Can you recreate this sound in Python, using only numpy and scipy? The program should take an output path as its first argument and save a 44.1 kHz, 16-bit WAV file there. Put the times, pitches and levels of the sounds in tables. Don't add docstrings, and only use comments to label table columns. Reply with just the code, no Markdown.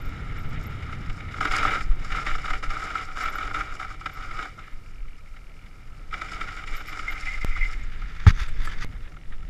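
import sys
import numpy as np
from scipy import signal
from scipy.fft import rfft, irfft, next_fast_len
from scipy.io import wavfile
from scipy.ndimage import uniform_filter1d, map_coordinates

SR = 44100
rng = np.random.default_rng(int(sys.argv[2]) if len(sys.argv) > 2 else 0)


def dump(signal):
    limited = np.clip(np.atleast_2d(signal).T, -1, 1)
    pcm = np.round(limited * 32767).astype(np.int16)
    wavfile.write(sys.argv[1], SR, pcm)


def voltage_ratio(level):
    return 10 ** (np.asarray(level, float) / 20)


N = 418509
TIME = np.arange(N) / SR
THUMP_S = 8.2664


def unit(x):
    return x / np.sqrt(np.mean(x ** 2) + 1e-20)


def bump(centre, width):
    return np.exp(-.5 * ((TIME - centre) / width) ** 2)


def curves(rows, outside=None):
    s, *cols = np.transpose(rows)
    return [np.interp(TIME, s, c, outside, outside) for c in cols]


def wobble(rate):
    return map_coordinates(rng.standard_normal(int(N * rate / SR) + 4), [TIME * rate])


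def filtered(x, response):
    m = next_fast_len(N + 8192)
    h = response(np.fft.rfftfreq(m, 1 / SR))
    h = h / np.sqrt(np.mean(np.abs(h) ** 2))
    return irfft(rfft(x, m) * h, m)[:N]


def coloured(points):
    f, db = np.transpose(points)
    noise = rng.standard_normal(N)
    return unit(filtered(noise, lambda hz: voltage_ratio(np.interp(np.log(hz + 1), np.log(f + 1), db))))


def ringing(modes):
    def response(f):
        return sum((-1) ** k * voltage_ratio(db) * 1j * f * w / (c * c - f * f + 1j * f * w)
                   for k, (c, w, db) in enumerate(modes))
    return response


def grains(clump_db, spike_db):
    clumps = voltage_ratio(clump_db * (1.25 * wobble(40) + wobble(150)))
    size = np.minimum(rng.exponential(size=N), 6)
    return unit(clumps * rng.standard_normal(N) * voltage_ratio(spike_db * size))


# (frequency [Hz], level [dB per Hz])
WOODS = [(300, -1.5), (1000, -10), (4000, -14.5), (12000, -24), (15500, -30)]


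def woods():
    return voltage_ratio(-62.0 + 0.8 * wobble(25)) * coloured(WOODS)


# (time [s], peak level [dB])
SYLLABLES = [(0.0144, -56), (0.0523, -56), (0.0824, -59), (0.3844, -56), (0.4194, -61), (0.4574, -67),
             (0.4874, -58), (0.63, -56), (0.6654, -49), (0.6993, -64), (1.512, -60), (1.5648, -59),
             (2.315, -65)]
# (time [s], length [s], level [dB], pitch [Hz])
TRILLS = [(3.238, .03, -54, 12130), (3.3, .024, -52, 12200), (3.358, .03, -53, 12150),
          (4.141, 0.019, -53, 12150), (6.767, .05, -48, 12160), (6.882, .048, -53, 12200),
          (7.113, 0.037, -53, 12200)]


def crickets():
    level, hz = np.zeros(N), np.full(N, 12200.)
    for s, db in SYLLABLES:
        level += voltage_ratio(db - 1.0) * bump(s + .006, 0.0047)
    for s, length, db, pitch_hz in TRILLS:
        t = TIME - s
        level += voltage_ratio(db + 2.5 + np.where(t < 0, 1300 * t, -24 * t / length))
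        hz = np.where(np.abs(t) < .04, pitch_hz, hz)
    flutter = unit(voltage_ratio(3.3 * wobble(170)))
    phase = 2 * np.pi * np.cumsum(hz + 110 * wobble(300)) / SR
    return level * flutter * np.sin(phase)


# (time [s], level [dB])
GUSTS = [(0.0, -36.5), (0.45, -35), (1.19, -42), (1.64, -34), (2.56, -36.5), (2.75, -38), (4.23, -38),
         (4.52, -43.5), (5.0, -38.5), (5.86, -42.5), (7.32, -33), (7.53, -29), (8.03, -34), (8.48, -28),
         (8.88, -39), (9.2, -36.5), (9.49, -29.5)]
# (frequency [Hz], level [dB per Hz])
BUFFET = [(7.1, -31), (12, 5), (29, -8), (36, -4.5), (48, -18), (90, -29), (120, -39.5), (200, -120)]
# (time [s], depth [dB], half width [s])
EDDIES = [(0.462, -18.5, 0.019), (1.099, -18, 0.013), (1.508, -16, 0.012), (1.908, -3, 0.011),
          (2.335, -15, 0.018), (2.518, -18.5, 0.016), (2.688, -14.5, 0.011), (3.461, -21, 0.0086),
          (3.598, -21.5, 0.0073), (4.747, -19, 0.016), (6.728, -16, 0.012), (7.501, -11, 0.013),
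          (7.695, -14, 0.014), (7.771, -14, 0.011), (8.326, -10.5, 0.012), (8.418, -11, 0.0062),
          (8.519, -15, 0.016), (8.599, -12.5, 0.012), (8.662, -14, 0.0124), (8.778, -16, 0.021),
          (9.298, -16.5, 0.02)]


def wind():
    x = voltage_ratio(curves(GUSTS)[0] + 4.0) * unit(voltage_ratio(2.2 * wobble(23)) * coloured(BUFFET))
    t = np.arange(-6000, 8000) / SR
    edges = signal.windows.tukey(len(t), .4)
    for s, db, half in EDDIES:
        dip = np.exp(-.5 * (t / (0.63 * half)) ** 2)
        rebound = 0.4 * np.exp(-.5 * ((t - 0.9 * half) / (1.61 * half)) ** 2)
        x[round(s * SR) - 6000:][:len(t)] += voltage_ratio(db) * (rebound - dip) * edges
    return x


# (time [s], level over the start [dB])
PACE = [(0, -0.5), (.7, 1), (1.3, -1.5), (2.2, -6), (3.2, -12.5), (4.3, -11), (5.3, -18.5), (6, -12.5),
        (7.3, -13.5), (8.1, -9.5), (8.8, -4.5), (9.1, -12), (9.49, -10)]


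def pace():
    return curves(PACE)[0]


# (time [s], length [s], start level [dB], end level [dB], brightness [dB])
SKIDS = [(1.302, 0.061, -66, -35, -5), (1.401, 0.076, -26, -27, -4.5), (1.497, 0.16, -25.5, -24.5, -1.5),
         (1.664, 0.11, -19.5, -26, -2), (1.8, 0.016, -39, -52, -12), (1.99, 0.15, -49.5, -42, 0.5),
         (2.107, 0.46, -31, -36, -1.5), (2.624, 0.029, -15, -39.5, -1), (2.689, 0.33, -30.5, -35.5, -2.5),
         (3.038, 0.11, -50, -39, -9), (3.152, 0.36, -30, -32.5, -3), (3.528, 0.071, -24, -32, -6.5),
         (3.581, 0.33, -38.5, -40, -3.5), (3.992, 0.47, -47.5, -34, -5.5), (4.573, 0.076, -25, -69, -14),
         (6.12, 0.48, -37, -39, -0.5), (6.655, 0.51, -40, -38.5, 0.5), (7.18, 0.557, -43.5, -47, 3),
         (7.776, 0.078, -60, -85, 9)]


def skids():
    bite_s, let_go_s = 0.017, 0.021
    plain, bright = np.zeros(N), np.zeros(N)
    for s, length, start_db, end_db, bright_db in SKIDS:
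        t = np.maximum(TIME - s, 0)
        grip = (1 - np.exp(-t / bite_s)) * np.exp(-np.maximum(t - length, 0) / let_go_s)
        slide = grip * voltage_ratio(np.interp(t, [0, length], [start_db, end_db]))
        plain += slide
        bright += slide * voltage_ratio(bright_db)
    return plain, bright


# (frequency [Hz], level [dB per Hz])
RUMBLE = [(32, -25), (55, -0.5), (98, 0), (156, -5), (194, -12), (291, -15.5), (380, -25), (490, -24),
          (840, -120)]


def rumble():
    unsteady = voltage_ratio(0.55 * wobble(13) + 1.16 * wobble(35))
    return voltage_ratio(-36.5 + pace()) * unit(unsteady * coloured(RUMBLE))


# (frequency [Hz], level [dB per Hz])
AIR = [(110, -62), (180, -4), (221, -16), (301, -11.5), (345, -7.5), (1100, -15.5), (1430, -27),
       (2420, -120)]


def rush():
    level = voltage_ratio(-52.5 + 0.77 * pace()) + voltage_ratio(-21) * skids()[0]
    flutter = voltage_ratio(.8 * wobble(11) + 2 * wobble(40))
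    return level * unit(flutter * coloured(AIR))


# (time [s], jump [full scale], settling time [s])
SPLICES = [
    (7.4475, -0.19, 0.007),
    (8.847, 0.065, 0.019),
]


def splices():
    return sum(jump * (TIME >= s) * np.exp(-np.maximum(TIME - s, 0) / settle)
               for s, jump, settle in SPLICES)


# (time [s], half length [s], pitch [Hz], level [dB])
RASPS = [(7.837, .005, 7000, -57), (8.249, .005, 7000, -60), (8.367, 0.016, 6000, -57),
         (8.44, 0.005, 2980, -60), (8.487, 0.0068, 7800, -58), (8.555, .012, 5200, -66),
         (8.635, 0.012, 4800, -59), (8.67, 0.017, 7650, -56), (8.71, 0.018, 3100, -52),
         (8.832, 0.0089, 6800, -66), (9.121, 0.0033, 5550, -63), (9.146, 0.0037, 7000, -69)]


def rasps():
    x, t = np.zeros(N + 6000), np.arange(-3000, 3000) / SR
    for s, half, hz, db in RASPS:
        band = signal.butter(2, [hz * 0.94, hz * 1.06], "band", fs=SR, output="sos")
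        scrape = unit(signal.sosfilt(band, rng.standard_normal(len(t))))
        x[round(s * SR):][:len(t)] += voltage_ratio(db) * scrape * np.exp(-.5 * (t / half) ** 2)
    return x[3000:][:N]


def thump():
    t = np.maximum(TIME - THUMP_S, 0)
    swing = voltage_ratio(-2.5) * np.sin(2 * np.pi * 92 * t) * np.exp(-(t / .021) ** 4)
    swing += .09 * np.exp(-((t - .009) / .008) ** 4)
    swing += .3 * np.exp(-((t - .0138) / .0016) ** 2)
    sag = -voltage_ratio(-6.5) * np.exp(-np.abs(t - .021) / .006) * (t > .017)
    second = voltage_ratio(-13.0) * np.exp(-.5 * ((t - .04) / 0.0014) ** 2)
    # (frequency [Hz], level [dB], time to fall 60 dB [s], phase [rad])
    shell = [(1290, -9, 0.019, -1.2), (1660, -15, 0.022, -1.2), (870, -18, 0.03, 0),
             (407, -24.5, 0.077, 0), (185, -21, 0.1, 4.4)]
    knock = sum(voltage_ratio(db - 60 * t / t60) * np.sin(2 * np.pi * hz * t + phase) for hz, db, t60, phase in shell)
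    onset = 1 - np.exp(-t / .0003)
    return (swing + knock) * onset + uniform_filter1d(sag, size=120) + second


# (frequency [Hz], level [dB], time to fall 60 dB [s])
TAP = [(1314, -30.5, 0.053), (1720, -27, 0.043)]


def fingertip():
    t = np.maximum(TIME - 8.6745, 0)
    return sum(voltage_ratio(db - 60 * t / t60) * np.sin(2 * np.pi * hz * t) for hz, db, t60 in TAP)


# (time [s], peak level [dB], brightness [dB])
STROKES = [(8.28, -24.5, -4.5), (8.375, -53, -1), (8.416, -35, 0.5), (8.442, -54, -7), (8.49, -65, 22),
           (8.62, -59, 0), (8.655, -46, 14), (8.72, -47, -2), (8.833, -35.5, -5)]
# (time [s], level [dB])
GRIP = [(8.27, -4.5), (8.33, -13), (8.4, 0), (8.495, -5.5), (8.51, -14), (8.59, -6), (8.63, 0), (8.78, -8),
        (8.85, -2)]
# (time [s], half length [s], level [dB])
RUSTLES = [(8.926, 0.017, -54), (8.967, .008, -57), (9.056, .025, -51.5), (9.26, 0.0076, -58),
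           (9.33, 0.018, -53), (9.425, 0.0094, -60)]
# (frequency [Hz], level [dB per Hz])
GLOVE = [(410, -54), (700, -17), (1030, -10), (1290, 0.5), (1520, -1), (1730, 1), (2310, -4), (3090, -13.5),
         (3560, -6.5), (4200, -21), (5460, -47), (9240, -120)]
# (frequency [Hz], level [dB per Hz])
FABRIC = [
    [(2240, -28), (3800, -14), (4550, 5.5), (5470, -1), (6550, -2.5), (7380, -10), (9500, -22), (12400, -51), (20900, -120)],
    [(5000, -34), (8500, -7), (10900, 1), (12700, -7), (14500, -12), (15500, -18)],
]


def rubbing():
    present = TIME < SPLICES[1][0]
    s, db, bright_db = np.transpose(STROKES)[..., None]
    slope = np.where(TIME < s, 421, -552)
    strokes = (TIME > THUMP_S) * present * voltage_ratio(db + slope * (TIME - s))
    swell_db = 21 * np.minimum(TIME - THUMP_S, 0)
    drag = voltage_ratio(-43 + curves(GRIP)[0] + swell_db) * (TIME > 7.75) * present
    tips = strokes * (strokes / voltage_ratio(db)) ** 0.07
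    press = strokes.sum(axis=0) + drag
    press += sum(voltage_ratio(level_db) * bump(when, half) for when, half, level_db in RUSTLES)
    hiss = voltage_ratio(-10.5) * (tips.sum(axis=0) + voltage_ratio(-3.0) * drag)
    sheen = voltage_ratio(-21.5) * (tips * voltage_ratio(bright_db)).sum(axis=0)
    fibres = unit(voltage_ratio(1.5 * wobble(60) + 2.6 * wobble(200)))
    return fibres * (press * coloured(GLOVE) + hiss * coloured(FABRIC[0]) + sheen * coloured(FABRIC[1]))


# (time [s], teeth passed [count], level [dB])
HUB = [
    [(4.737, 0, -46), (4.885, 6, -45), (5.0525, 13, -45), (5.4931, 30, -46), (5.8288, 44, -47),
     (6.1099, 56, -47)],
    [(8.8682, 0, -46), (9.1197, 11, -46), (9.3263, 20, -47), (9.3821, 22, -47), (9.4759, 26, -47)],
]
# (frequency [Hz], width [Hz], level [dB])
PAWL = [
    [(2030, 300, -1), (2340, 210, 5), (2860, 350, 0)],
    [(1900, 600, 1.5), (2900, 400, 2), (3470, 500, -2)],
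]


def freewheel():
    x = np.zeros(N)
    scrape_decay = voltage_ratio(-60 * np.arange(500) / SR / .012)
    for rows, pawl in zip(HUB, PAWL):
        drops = np.zeros(N)
        s, teeth, db = np.transpose(rows)
        when = np.interp(np.arange(teeth[-1] + 1), teeth, s)
        late, size = rng.standard_normal((2, len(when)))
        places = np.round((when + .001 * late) * SR).astype(int)
        drops[places] = voltage_ratio(np.interp(when, s, db) + 2.4 * size)
        scrapes = np.convolve(drops, scrape_decay)[:N] * rng.standard_normal(N)
        x += filtered(voltage_ratio(-8) * scrapes + voltage_ratio(14) * drops, lambda hz: ringing(pawl)(hz) ** 2)
    return voltage_ratio(-2.5) * x


# (time [s], level [dB])
BRAKE = [(7.04, -63), (7.09, -37), (7.136, -46), (7.184, -29), (7.214, -34.5), (7.284, -34), (7.34, -39.5),
         (7.442, -37), (7.548, -41), (7.578, -34), (7.6, -33.5), (7.654, -31), (7.69, -44.5),
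         (7.738, -35.5), (7.772, -61), (7.824, -43), (7.862, -64), (7.9, -60)]
# (frequency [Hz], width [Hz], level [dB])
DISC = [(2078, 31, 2), (2117, 35, 2.5)]


def brake():
    drag = voltage_ratio(curves(BRAKE, -150)[0] - 7.0) * grains(clump_db=4.0, spike_db=-1.5)
    x = np.zeros(N)
    for c, w, db in DISC + [(2288, 53, -1.5), (2356, 46, -12)]:
        note = filtered(drag, lambda hz: ringing([(c, 2.4 * w, 0)])(hz) ** 2)
        x += voltage_ratio(db - 1.0 + 1.4 * wobble(27)) * note
    return x


# (time [s], peak level [dB], upper ring relative to it [dB])
STONES = [(1.4095, -7.5, -5), (1.4534, -3, -8), (1.5133, -11.5, 0), (1.6508, -7, -11), (1.7544, -13, -4),
          (1.809, -17.5, 0.5), (2.0483, -22.5, -3.5), (2.149, -18, -13), (2.2678, -9.5, -3),
          (2.3516, -15, -10), (2.444, -16.5, -12), (2.5059, -10.5, -3.5), (2.5357, -11, -4.5),
          (2.6301, -17.5, -7.5), (2.7072, -25, 4), (2.7678, -16, -17), (2.822, -14, -11),
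          (2.9547, -12, -8.5), (3.171, -15, -10), (3.341, -19, -27), (3.412, -14.5, -14), (3.5136, -18, -8),
          (3.5456, -14.5, 0), (3.6086, -15, -3), (3.7988, -19.5, -3), (4.0126, -22.5, -6),
          (4.062, -10.5, -4.5), (4.391, -15, -4), (4.4275, -17, -2), (4.4548, -18.5, -9)]
PEBBLES = [(0.828, -25, 0), (0.893, -21, -22), (0.927, -22.5, -2.5), (4.678, -30, -6.5), (6.1287, -19, -7),
           (6.2171, -12, -4.5), (6.365, -20.5, -8), (6.4129, -16.5, 0), (6.4857, -20.5, 1),
           (6.6773, -29.5, 11), (6.884, -25, 0), (6.93, -26, 3.5), (6.995, -18, -1), (7.079, -23, -9),
           (7.565, -18.5, -7)]
# loose parts of the bike, and near 8.48 and 8.67 s the glove scuffing and
RATTLES = [(5.0519, -38.5, -7), (5.0843, -47.5, 10), (5.2759, -41, -1), (5.3432, -39, -8),
           (5.3664, -37, 3.5), (5.6634, -50.5, 16.5), (7.84, -42, 7), (8.02, -26.5, -2.5),
           (8.4824, -31, -8), (8.6737, -25, -10), (8.9297, -43, 6), (8.953, -37.5, -3), (9.007, -38.5, 0.5),
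           (9.0436, -47, 5), (9.1205, -38, -1), (9.145, -39, -14), (9.168, -33.5, -3.5),
           (9.429, -37.5, -0.5)]
# (time [s], peak level [dB], upper ring
# relative to it [dB])
CHIPS = [(1.287, -33, 5), (1.3204, -31.5, 7), (1.3418, -21.5, -3), (1.384, -20, -7), (1.5364, -7.5, -9),
         (1.63, -7, -6), (1.9488, -37, -1), (2.1046, -21, -2), (2.1221, -15.5, 2), (2.1854, -15.5, -17),
         (2.2143, -19, -17), (2.3842, -21, 1), (2.458, -15.5, -0.5), (2.4805, -14.5, -7), (2.665, -24, -8),
         (2.7437, -19, -11), (2.857, -30, -13), (2.906, -15, -5), (3.016, -18, -9), (3.0865, -22, -9),
         (3.1157, -26, 0), (3.2056, -15, -12), (3.232, -19.5, -9), (3.476, -18, -3), (3.6728, -22, -12),
         (3.7232, -19.5, -17), (3.752, -25, -14), (3.8132, -17, -15), (3.848, -18, -11), (3.905, -25, -13),
         (3.9442, -25, -7), (4.096, -23.5, -4), (4.1724, -23.5, -14), (4.2286, -22, -11),
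         (4.248, -25.5, -1), (4.285, -40, -1), (4.312, -23, -2), (4.3698, -24, 0), (4.594, -29, 0.5),
         (6.113, -31, 0), (6.1409, -16, 0.5), (6.2866, -25.5, 2), (6.318, -18, -10), (6.402, -27, -1),
          (6.5298, -29.5, 3), (6.5715, -20.5, -5), (6.623, -26, -9), (6.6383, -22, -0.5), (6.7266, -29, 1),
          (6.811, -20.5, -8), (6.858, -46, -7), (6.9152, -42, -10), (6.9728, -22, -4), (7.0304, -28, -9),
          (7.1057, -24, -1.5), (7.1243, -18, 0), (7.1791, -24, 1), (7.224, -29, 4), (7.2556, -30.5, 8),
          (7.2727, -22, 0), (7.3546, -33, 2), (7.3776, -35, 10), (7.4265, -28.5, -4), (7.5318, -30, -2),
          (7.5752, -21, -1.5), (7.6241, -28, -4), (7.6475, -25, 6), (7.6999, -29, 1), (7.734, -31.5, 8),
          (7.9209, -36, 7),
         (0.3611, -43, -10), (0.6204, -41, -2), (1.0994, -25, 3), (1.2057, -31, 5), (1.4294, -15, -3),
         (1.4757, -18, 2), (1.5584, -12.5, -5), (1.5844, -16, 6), (1.6103, -13.5, -6), (1.6797, -12, -7),
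         (1.71, -22, -6), (1.7355, -9.5, -21), (2.1705, -19, -9), (2.2956, -19.5, -2), (2.3135, -18, -5),
         (2.7186, -21, -12), (2.785, -25, -8), (2.93, -26, -13), (2.984, -20.5, 3), (3.2594, -16, 1),
         (3.284, -17.5, -0.5), (3.355, -16, -8), (3.3844, -18, -1.5), (3.4296, -16, -6), (3.4544, -28, -4),
         (3.5692, -20, -9), (3.8283, -17.5, -5), (6.1694, -30, -9), (6.2494, -36, -2), (6.3341, -23.5, 4),
         (6.439, -23, 0), (6.7494, -27, -10), (6.7786, -22.5, -3)]
# (time [s], level [dB])
SNAPS = [(1.4543, -22), (1.4645, -23), (1.651, -10), (1.8076, -32), (2.0499, -33), (2.706, -25),
         (4.426, -35), (6.1311, -35), (6.412, -32), (3.3429, -26), (3.5114, -20), (4.456, -42),
         (6.9297, -26), (7.0803, -32)]


def stones():
    t = np.arange(1500) / SR
    lead = round(.007 * SR)
    crumble = voltage_ratio(-0.27 - 60 * t / 0.036) * (1 - np.exp(-(t / 0.008) ** 2))
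    crack = np.hanning(14)
    drive = np.zeros((2, N + 1500))
    small = [(s, db - 1, rel_db) for s, db, rel_db in CHIPS]
    for s, db, rel_db in STONES + PEBBLES + RATTLES + small:
        burst = rng.standard_normal((2, 1500)) * voltage_ratio(db) * crumble
        burst[:, lead:lead + 14] += voltage_ratio(db - 8) * crack * [[1], [.4]]
        burst[1] *= voltage_ratio(rel_db + 2.0)
        drive[:, round(s * SR) - lead:][:, :1500] += burst
    for s, db in SNAPS:
        drive[0, round(s * SR):][:14] += voltage_ratio(db) * crack
    return drive[:, :N]


# (time [s], level [dB])
LULLS = [(2.243, -12), (2.375, -12), (2.425, -10), (2.526, -5), (3.192, -4), (3.318, -3), (3.532, -11),
         (3.781, -8), (3.865, -5), (6.465, -6), (6.655, -2), (6.83, -13), (1.495, -2), (2.335, -6.5),
         (2.495, 2), (3.14, -5), (6.2, -2), (6.27, 1.5), (6.39, -2), (6.55, -3), (7.06, -3), (7.4, -4),
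         (7.68, -1)]


def skips():
    coarse = TIME[::64]
    when = np.array(STONES + PEBBLES)[:, :1]
    near = np.exp(-.5 * ((coarse - when + 0.03) / 0.03) ** 2).max(axis=0)
    skips_db = sum(db * np.exp(-.5 * ((coarse - s) / 0.008) ** 2) for s, db in LULLS)
    return voltage_ratio(np.interp(TIME, coarse, skips_db - near))


# (frequency [Hz], width [Hz], level [dB])
CASE_LOW = [(295, 16.5, -8), (436.3, 17.4, -13), (618, 165, -15.5), (765.4, 37.6, -6.5), (1262.5, 104.4, 2),
            (1415, 141, 0.5), (1622, 75, -6.5), (612, 26, -9.5), (1300, 24, -3.5)]
CASE_MID = [(1735, 193, 4), (2123, 152, 11.5), (2383, 207, 4.5), (2884, 227, 0.5), (3730, 410, -5.5),
            (4500, 310, -41), (1833, 44, -9.5)]
CASE_PRESSED = [(1760, 98, -1), (2023, 210, 10), (2320, 103, 13), (2910, 160, 1), (3695, 330, -3.5)]
CASE_TOP = [(4730, 830, 3.5), (5470, 310, 8.5), (5705, 410, 2), (7310, 1020, -1), (9600, 540, -6.5),
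            (12000, 3800, -17)]
# (time [s], tightness [0-1])
STRAP = [(2.0, 0.33), (3.4, 0.6), (3.7, 0.7), (4.5, 0.7), (4.7, .03), (6.05, .03), (6.12, 0.74), (6.9, .7),
         (7.2, .1)]


def gravel():
    second_ride = TIME > THUMP_S
    coasting = sum((TIME > rows[0][0]) & (TIME < rows[-1][0]) for rows in HUB)
    slide, bright = np.array(skids()) * voltage_ratio(2 * wobble(14)) * skips()
    roll = voltage_ratio(-42.5 + 0.88 * pace() - 3 * second_ride)
    thin = roll * voltage_ratio(-0.41 * pace())
    low, upper = stones()

    grit, own = grains(clump_db=1.0, spike_db=0.0), grains(clump_db=2.0, spike_db=2.5)
    fine = grains(clump_db=2.5, spike_db=4.0)
    body = voltage_ratio(-4) * (roll * voltage_ratio(-6 * second_ride) + slide) * grit
    ring = voltage_ratio(-5.0) * (thin * voltage_ratio(2 - 7.5 * coasting) + bright) * (0.59 * grit + 0.59 * own)
    slide_fizz = voltage_ratio(-48) * (bright / voltage_ratio(-34.5)) ** 0.58
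    fizz = voltage_ratio(-3.0) * (thin * voltage_ratio(-17) + slide_fizz) * (0.39 * grit + 0.81 * fine)

    tight = np.clip(curves(STRAP)[0], 0, 1)
    shaken = filtered(body + low, ringing(CASE_LOW))
    shaken += (1 - tight) * filtered(ring + upper, ringing(CASE_MID))
    shaken += tight * filtered(ring + upper, ringing(CASE_PRESSED))
    shaken += filtered(fizz + voltage_ratio(-18.0) * upper, ringing(CASE_TOP))
    return signal.sosfilt(signal.butter(2, 11000, fs=SR, output="sos"), shaken)


def scene():
    background = woods() + crickets() + wind() + rumble() + rush()
    handling = splices() + rasps() + thump() + fingertip() + rubbing()
    return (background + handling + freewheel() + brake() + gravel())[None]


# (time [s], share lost [0-1])
STARVED = [(9.195, 0), (9.205, 1), (9.445, 1), (9.455, 0)]


def flickering(top):
    z = signal.stft(top, nperseg=1024)[2]
    patches = uniform_filter1d(rng.standard_normal(z.shape), size=3, axis=1)
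    patches = uniform_filter1d(patches, size=3, axis=2)
    moments = uniform_filter1d(rng.standard_normal(z.shape[2]), size=3)
    faint = np.abs(z) < voltage_ratio(-98)
    lost = faint & (unit(patches) + .6 * unit(moments) > .2)
    kept = signal.istft(z * np.where(lost, 0, 1 + .3 * faint), nperseg=1024)[1][:, :N]
    return kept * (1 - curves(STARVED)[0])


def top_cut(x):
    return signal.sosfilt(signal.butter(12, 16330, fs=SR, output="sos"), x)


def record(dry):
    limit = signal.butter(14, 15250, fs=SR, output="sos")
    kept = signal.sosfiltfilt(limit, np.clip(dry, -1, 1))
    top = signal.sosfiltfilt(signal.butter(14, 12900, "high", fs=SR, output="sos"), kept)
    return top_cut(kept - top + flickering(top))


dry = scene()
out = record(dry)
dump(out)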